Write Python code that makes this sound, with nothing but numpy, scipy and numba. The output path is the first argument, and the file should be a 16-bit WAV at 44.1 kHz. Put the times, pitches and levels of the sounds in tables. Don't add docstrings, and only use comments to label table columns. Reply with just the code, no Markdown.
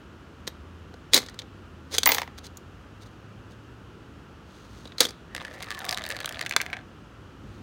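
import sys
import numpy as np
from scipy import signal
from scipy.fft import rfft, irfft
from scipy.io import wavfile
from scipy.ndimage import uniform_filter1d
from numba import njit

SR = 44100
rng = np.random.default_rng(int(sys.argv[2]) if len(sys.argv) > 2 else 0)


def store_pcm(level_fs):
    pcm = np.round(np.clip(level_fs, -1, 1) * 32767).astype(np.int16)
    wavfile.write(sys.argv[1], SR, np.atleast_2d(pcm).T)


N = 336042
TIME = np.arange(N) / SR
SIZE = 4096

# (time [s], level [dB], hardness [dB/octave], struck spot [Hz], flight [s], loss per bounce [dB])
CHUTE_KICKS = [(5.3488, -28, 1.5, 1880, 0.015, 2.5), (5.4006, -38, -4, 3550, 0.0074, -1.5),
               (5.4493, -31, -0.5, 1800, .031, 7), (5.625, -33.5, 5, 2050, 0.0042, 2.5),
               (5.7051, -28, 3, 1780, 0.0093, 3.5), (5.8509, -32.5, 8.5, 3520, .013, 9),
               (5.8916, -21.5, 7, 5100, 0.018, 4.5), (5.926, -25, 2, 1690, 0.0062, 14),
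               (5.945, -28.5, 5, 3800, .011, 27), (5.9738, -26.5, 3, 1970, .0098, 5.5),
               (6.0388, -31, 2, 3940, .013, 1.5), (6.0895, -29.5, 15, 1730, 0.021, 20),
               (6.1026, -26.5, 4.5, 1801, .0097, 2.5), (6.1656, -31.5, 2.5, 4300, 0.023, 4),
               (6.2031, -31, 3, 4240, 0.0088, 18), (6.2449, -27.5, -3, 1540, 0.032, 4.5),
               (6.2582, -25, 9, 3260, 0.033, 6), (6.3447, -35.5, -2, 3570, 0.013, 2.5),
               (6.3924, -30, 0.5, 4200, .017, 1), (6.4123, -25, 3.5, 1920, 0.011, 12)]
CUP_KICKS = [(6.4627, -28, 4, 2700, 0.0042, 6), (6.4945, -34, 10, 6780, 0.011, 23),
             (6.5106, -25.5, 2.5, 2420, 0.013, 4), (6.564, -12.5, 2.5, 2100, 0.004, 23),
             (6.602, -25.5, -4, 2300, 0.0068, 5), (6.615, -25, 6.5, 2350, 0.011, 15),
             (6.6632, -32.5, 1.5, 2370, 0.038, 7), (6.7302, -26.5, -1.5, 2290, 0.0058, 6),
             (6.7678, -35.5, -2.5, 1800, .0215, 8.5)]
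# (time [s], rumble [dB], lower resonance [Hz], upper resonance [Hz])
ROLL_PATH = [(5.35, -50, 520, 1830), (5.608, -46, 510, 1930), (5.629, -48.5, 1400, 1926),
             (5.79, -45.5, 1030, 1723), (5.85, -43, 716, 1100), (5.97, -46.5, 710, 1050),
             (6.04, -46.5, 650, 1610), (6.12, -44, 550, 1764), (6.21, -46.5, 574, 1580),
             (6.35, -49.5, 677, 1490), (6.79, -49.5, 700, 1641)]
# (frequency [Hz], level [dB])
LEVER_COLOUR = [(260, -6.5), (490, -4.5), (860, -7.5), (1470, -5.5), (2120, -5.5), (2830, -11),
                (3840, -2.5), (5750, -7), (8690, -13.5), (12760, -20)]
CHUTE_COLOUR = [(260, -11.5), (490, -4), (860, -6.5), (1470, -2), (2120, 2.5), (2830, -2.5), (3840, -3),
                (5750, -11.5), (8690, -16.5), (12760, -27)]
# (frequency [Hz], width [Hz], lift [dB])
HOUSING_MODES = [(250, 39, 8), (484, 65, 8.5), (950, 70, 0), (2060, 160, 1), (3400, 420, 4.5),
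                 (4200, 260, 0.5), (4635, 130, 4.5), (6180, 260, 6), (6620, 150, 7), (8540, 400, 4)]
CHUTE_MODES = [(770, 61, 4.8), (1190, 76, 4.5), (1732, 96, 5.6), (3810, 470, 0.74), (4760, 580, 2.6),
               (6270, 150, 4), (9200, 320, 2)]


def lever(play_s=.0026, play_loss_db=7.5):
    # (time [s], level [dB], hardness [dB/octave], struck spot [Hz], housing thump [dB])
    catches = [(0.4757, -25.5, 0.5, 3680, 4.5), (0.9395, -40.5, -3, 1400, 11),
               (1.1342, -11.5, -0.5, 3550, -9.5), (1.1431, -5.5, 5, 3950, 0), (1.163, -17, 0, 4650, 3),
               (1.1758, -17, 0.5, 2140, -1), (1.2291, -40, -4, 1950, 4), (1.2633, -45, -1, 1400, -3),
               (1.2856, -37, -7.5, 4340, -19), (1.3901, -31, -2.5, 3680, -25), (1.3963, -38, -1, 3510, 2),
               (1.4181, -42, -5, 3900, -9), (1.9415, -28.5, -0.5, 3900, -5.5),
               (1.9823, -12.5, 3, 3360, -2.5), (2.0324, -18, 0, 3380, -4), (2.058, -13, 6.5, 1730, 2),
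               (2.4664, -41, 3, 4000, -1), (2.571, -38, 10.5, 6950, 23), (4.8543, -38.5, -5, 3830, 5),
               (4.8742, -44.5, -1.5, 3950, -7), (4.9204, -43, -9.5, 3700, -12), (4.9825, -29, 0, 4140, -5),
               (5.0049, -7.5, 5, 4660, 4), (5.0516, -21.5, 0.5, 3370, -2), (5.0898, -37, 0, 4840, 6)]
    # (time [s], level [dB], loss per contact [dB], first gap [s], struck spot [Hz], thump [dB])
    stops = [(1.151, -23, 2.5, .006, 247.6, 3.5), (5.0099, -19, 2.15, .003, 407, -1)]
    again = [(s + play_s, db - play_loss_db, hardness + .5, hz, thump)
             for s, db, hardness, hz, thump in catches]
    chatter = [(*contact, hz, thump) for s, db, loss_db, gap_s, hz, thump in stops
               for contact in rattle(s, db, loss_db, gap_s, hardness=-2, count=11)]
    return from_db(-1) * knocks(list(catches) + again + chatter, LEVER_COLOUR, HOUSING_MODES,
                                ring_s=.019, ring_db=9, spread_s=.0008, rock_db=5.5, spot_db=9)


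def pocket(spot_hz=1980, thump_db=.2):
    # (time [s], level [dB], hardness [dB/octave])
    drops = [(2.0615, -12.5, -1.5), (2.073, -12.5, -4.5), (2.0898, -15.5, -0.5), (2.1182, -13, 4.5),
             (2.1225, -24, 3), (2.1463, -18, 6), (2.1825, -18.5, -0.5), (2.2171, -23, -1.5)]
    # (frequency [Hz], level [dB])
    colour = [(260, -14), (490, -7.5), (860, 5), (1470, -3), (2120, 2), (2830, -4), (3840, -4.5),
              (5750, -8.5), (8690, -18.5), (12760, -18.5)]
    settling = rattle(start_s=2.0973, db=-19, loss_db=2, gap_s=.0092, hardness=-5, count=9)
    contacts = [(*contact, spot_hz, thump_db) for contact in list(drops) + settling]
    return from_db(-2.2) * knocks(contacts, colour, HOUSING_MODES,
                                  ring_s=.025, ring_db=-.5, spread_s=.0018, rock_db=-2, spot_db=5)


def chute(hops=44, leaves_spout_s=5.6, floor_hz=1830, wall_hz=3700):
    descent_s = CUP_KICKS[0][0] - leaves_spout_s
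    s = leaves_spout_s + descent_s * (np.arange(hops) + rng.random(hops)) / hops
    db = roll_db(s) + rng.normal(8, 2, hops)
    hardness = rng.normal(-.5, 6, hops)
    spot_hz = rng.choice([floor_hz, wall_hz], hops)
    contacts = bounces(CHUTE_KICKS) + list(zip(s, db, hardness, spot_hz))
    return from_db(-1.35) * knocks(contacts, CHUTE_COLOUR, CHUTE_MODES,
                                   ring_s=.012, ring_db=-1.5, spread_s=.001278, rock_db=2.5, spot_db=8)


def cup():
    # (frequency [Hz], level [dB])
    colour = [(260, -15), (490, -9.5), (860, -7), (1470, -7), (2120, 1.5), (2830, -5), (3840, -17.5),
              (5750, -15.5), (8690, -20.5), (12760, -30.5)]
    # (frequency [Hz], width [Hz], lift [dB])
    modes = [(370, 47, 3.7), (1600, 70, 12.7), (2170, 990, 5.8), (3520, 180, 15), (4080, 360, 13.8),
             (6240, 500, 4.6)]
    return from_db(.4) * knocks(bounces(CUP_KICKS), colour, modes,
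                                ring_s=.015, ring_db=-2, spread_s=.000567, rock_db=-1.5, spot_db=4)


def rattle(start_s, db, loss_db, gap_s, hardness, count, widening=1.25):
    k = np.arange(count)
    gap_jitter, db_jitter = rng.standard_normal((count, 2)).T
    gaps = gap_s * widening ** k * np.exp(.092 * gap_jitter)
    times = start_s + np.cumsum(gaps) - gaps
    return list(zip(times, db - loss_db * k + db_jitter, hardness + .17 * k))


def bounces(kicks, dulling=1.5):
    return [(s + flight_s * k, db - loss_db * k, hardness - dulling * k, hz)
            for s, db, hardness, hz, flight_s, loss_db in kicks for k in range(3)]


def knocks(contacts, colour, modes, ring_s, ring_db, spread_s, rock_db, spot_db, spot_q=5, rock_s=.05):
    out, hz, t = np.zeros(N + SIZE), bins(SIZE), TIME[:SIZE]
    shell = shell_db(colour, modes, hz)
    treble_octaves = np.log2(np.maximum(hz / 1500, 1))
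    bass = 1 / (1 + (hz / 900) ** 4)
    bending = np.exp(-4j * np.pi * spread_s * np.sqrt(1000 * hz))
    fades = from_db(-60 * t / ring_s), from_db(-60 * t / rock_s)
    for s, db, hardness, spot_hz, *thump in contacts:
        reflections, rocking = (rfft(rms_one(rng.standard_normal(SIZE) * fade)) / np.sqrt(SIZE)
                                for fade in fades)
        motion = 1 + from_db(ring_db) * reflections + from_db(rock_db) * bass * rocking
        spot = spot_db / (1 + (2 * spot_q * (hz / spot_hz - 1)) ** 2)
        response = causal(shell + spot + hardness * treble_octaves + sum(thump) * bass)
        wave = rms_one(irfft(motion * bending * response))
        start = round(s * SR)
        out[start:start + SIZE] += from_db(db) * wave * np.sqrt(.005 * SR / SIZE)
    return out[:N]


def rolling(low_width_hz=90, high_width_hz=220):
    # (frequency [Hz], level [dB])
    drum_colour = [(300, -4), (600, 6.5), (1800, 2.5), (2700, -0.5), (3800, -5), (6000, -13.5),
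                   (15000, -26.5)]
    rub_colour = [(800, -13), (2000, -2), (2800, 2), (3800, -2), (6500, -9), (14000, -25)]
    s, _, low_hz, high_hz = np.transpose(ROLL_PATH)
    drum = drive_shell(grains(per_s=1500, spread_db=3.5), drum_colour, CHUTE_MODES)
    track = from_db(-10) * drum
    for hz, width_hz in (low_hz, low_width_hz), (high_hz, high_width_hz):
        radians = 2 * np.pi * np.interp(TIME, s, hz) / SR
        track += from_db(-4) * rms_one(gliding_mode(drum, radians, np.exp(-np.pi * width_hz / SR)))
    jolts = np.diff(grains(per_s=150, spread_db=2), prepend=0)
    ticks = drive_shell(jolts, CHUTE_COLOUR, CHUTE_MODES)
    rub = drive_shell(grains(per_s=590, spread_db=7), rub_colour, CHUTE_MODES)
    wall = from_db(-9.5) * rub + from_db(-12) * ticks
    on_chute = (TIME > CHUTE_KICKS[0][0]) & (TIME < CUP_KICKS[0][0])
    return from_db(np.maximum(roll_db(TIME), -120)) * (track + wall * on_chute)


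def roll_db(t, rise_db_per_s=199, fall_db_per_s=422):
    s, db = np.transpose(ROLL_PATH)[:2]
    before_s, after_s = np.maximum(s[0] - t, 0), np.maximum(t - s[-1], 0)
    return np.interp(t, s, db) - rise_db_per_s * before_s - fall_db_per_s * after_s


def scuffs(rasp_hz=3950, rasp_width_hz=900, rasp_db=3):
    # (middle [s], half length [s], level [dB])
    slides = [(0.472, 0.0018, -33), (1.165, .022, -20), (1.948, 0.023, -30), (2.126, 0.063, -34),
              (2.385, 0.0072, -42), (2.453, 0.016, -46), (3.026, 0.015, -55), (3.065, 0.0082, -55),
              (3.518, .018, -58), (4.574, .1, -60.5), (4.79, .11, -58), (5.029, 0.027, -29),
              (7.554, 0.11, -64)]
    pressure = sum(from_db(db) * np.exp(-((TIME - s) / half) ** 2) for s, half, db in slides)
    modes = list(HOUSING_MODES) + [(rasp_hz, rasp_width_hz, rasp_db)]
    return pressure * drive_shell(grains(per_s=3700, spread_db=4), LEVER_COLOUR, modes)


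def spring(swell_s=.0024, flutter=.5):
    # (time [s], frequency [Hz], level [dB], t60 [s])
    rings = [(.4765, 12080, -36, .04), (1.146, 12020, -31, .14), (2.067, 15423, -12, .17),
             (2.064, 15019, -28, .22), (2.117, 11725, -33, .2), (2.117, 15600, -29, .15)]
    out, t = np.zeros(N), TIME[:SR // 2]
    for s, hz, db, t60 in rings:
        shake = 1 + flutter * rms_one(uniform_filter1d(rng.standard_normal(len(t)), size=400))
        envelope = from_db(db - 60 * t / t60) * (1 - np.exp(-t / swell_s))
        start = round(s * SR)
        out[start:start + len(t)] += envelope * shake * np.sin(2 * np.pi * hz * t)
    return out


def kitchen(toy, near_db=-22.5, near_s=.16, tail_db=-26.5, gap_s=.005):
    # (frequency [Hz], t60 [s])
    decay = [(200, .35), (1500, 0.57), (5000, 0.26), (14000, 0.24)]
    t = TIME[:SR // 2]
    arrival = np.clip(t / gap_s - .5, 0, 1)
    edges = np.geomspace(120, 16000, 8)
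    tail = sum(noise_band(low, high, len(t)) * from_db(-60 * t / at_hz(decay, np.sqrt(low * high)))
               for low, high in zip(edges, edges[1:]))
    near = signal.lfilter([1], [1, -.4], rng.standard_normal(len(t))) * from_db(-60 * t / near_s)
    echo = from_db(near_db) * rms_one(near * arrival) + from_db(tail_db) * rms_one(tail * arrival)
    return signal.fftconvolve(toy, echo / np.sqrt(len(t)))[:N]


def handling():
    # (time [s], level [dB])
    grip = [(7.05, -69.5), (7.35, -57.5), (7.46, -42.5), (7.53, -50), (7.61, -44.5)]
    s, db = np.transpose(grip)
    return from_db(np.interp(TIME, s, db, left=-120)) * rms_one(noise_band(60, 220, N))


def room_tone(air_db=-47.5, waver_hz=3.9):
    # (frequency [Hz], level [dB])
    air_colour = [(20, -44.5), (40, -15.5), (54, 0), (114, -5), (165, -6.5), (320, -8.5), (480, -14.5),
                  (700, -20), (1000, -19), (1350, -16), (2160, -28.5), (2910, -24.5), (3720, -33),
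                  (6500, -39), (9000, -47), (16000, -53.5)]
    # (time [s], frequency [Hz], relative level [dB])
    hum_path = [(0, 78, -63), (0.702, 80, -44.5), (1.1, 93, -52.5), (1.4, 102, -50.5), (1.85, 80, -47.5),
                (2.5, 83, -51.5), (3.0, 100, -50), (3.7, 112, -48), (4.4, 112, -62.5), (7.6, 105, -56.5)]
    air = rms_one(irfft(rfft(rng.standard_normal(N)) * from_db(at_hz(air_colour, bins(N))), N))
    s, hz, db = np.transpose(hum_path)
    waver = waver_hz * rms_one(uniform_filter1d(rng.standard_normal(N), size=2000))
    hum = np.sqrt(2) * np.sin(2 * np.pi * np.cumsum(np.interp(TIME, s, hz) + waver) / SR)
    return from_db(air_db) * air + from_db(np.interp(TIME, s, db) - 2) * hum


def shell_db(colour, modes, hz, lowest_hz=200):
    lift = sum((from_db(db) ** 2 - 1) / (1 + (2 * (hz - f) / width) ** 2) for f, width, db in modes)
    bass_cut = (hz + 10) ** 4 / ((hz + 10) ** 4 + lowest_hz ** 4)
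    return at_hz(colour, hz) + 10 * np.log10(np.maximum(1 + lift, .01) * bass_cut)


def drive_shell(force, colour, modes):
    impulse = irfft(causal(shell_db(colour, modes, bins(SIZE))))
    return rms_one(signal.fftconvolve(force, impulse)[:N])


def grains(per_s, spread_db):
    sizes = from_db(spread_db * np.minimum(rng.exponential(1, N), 4)) * rng.choice([-1, 1], N)
    return sizes * (rng.random(N) < per_s / SR)


@njit
def gliding_mode(force, radians, keep):
    out, state = np.zeros(len(force)), 0j
    for i in range(len(force)):
        state = state * keep * np.exp(1j * radians[i]) + force[i]
        out[i] = state.real
    return out


def causal(gain_db):
    cepstrum = irfft(gain_db * np.log(10) / 20)
    half = len(cepstrum) // 2
    cepstrum[1:half] *= 2
    cepstrum[half + 1:] = 0
    return np.exp(rfft(cepstrum))


def noise_band(low_hz, high_hz, size):
    band = signal.butter(2, [low_hz, high_hz], "band", fs=SR, output="sos")
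    return signal.sosfilt(band, rng.standard_normal(size))


def at_hz(points, hz):
    f, value = np.transpose(points)
    return np.interp(np.log(np.maximum(hz, 1)), np.log(f), value)


def bins(size):
    return np.arange(size // 2 + 1) * SR / size


def from_db(db):
    return 10 ** (np.asarray(db) / 20)


def rms_one(x):
    return x / np.sqrt(np.mean(x ** 2) + 1e-20)


def scene():
    toy = lever() + pocket() + chute() + cup() + scuffs() + rolling() + spring()
    return (toy + kitchen(toy) + room_tone() + handling())[None]


def record(dry, ceiling=1.1, cutoff_hz=15900):
    lowpass = signal.ellip(10, .1, 80, cutoff_hz, fs=SR, output="sos")
    return signal.sosfilt(lowpass, ceiling * np.tanh(dry / ceiling))


dry = scene()
out = record(dry)
store_pcm(out)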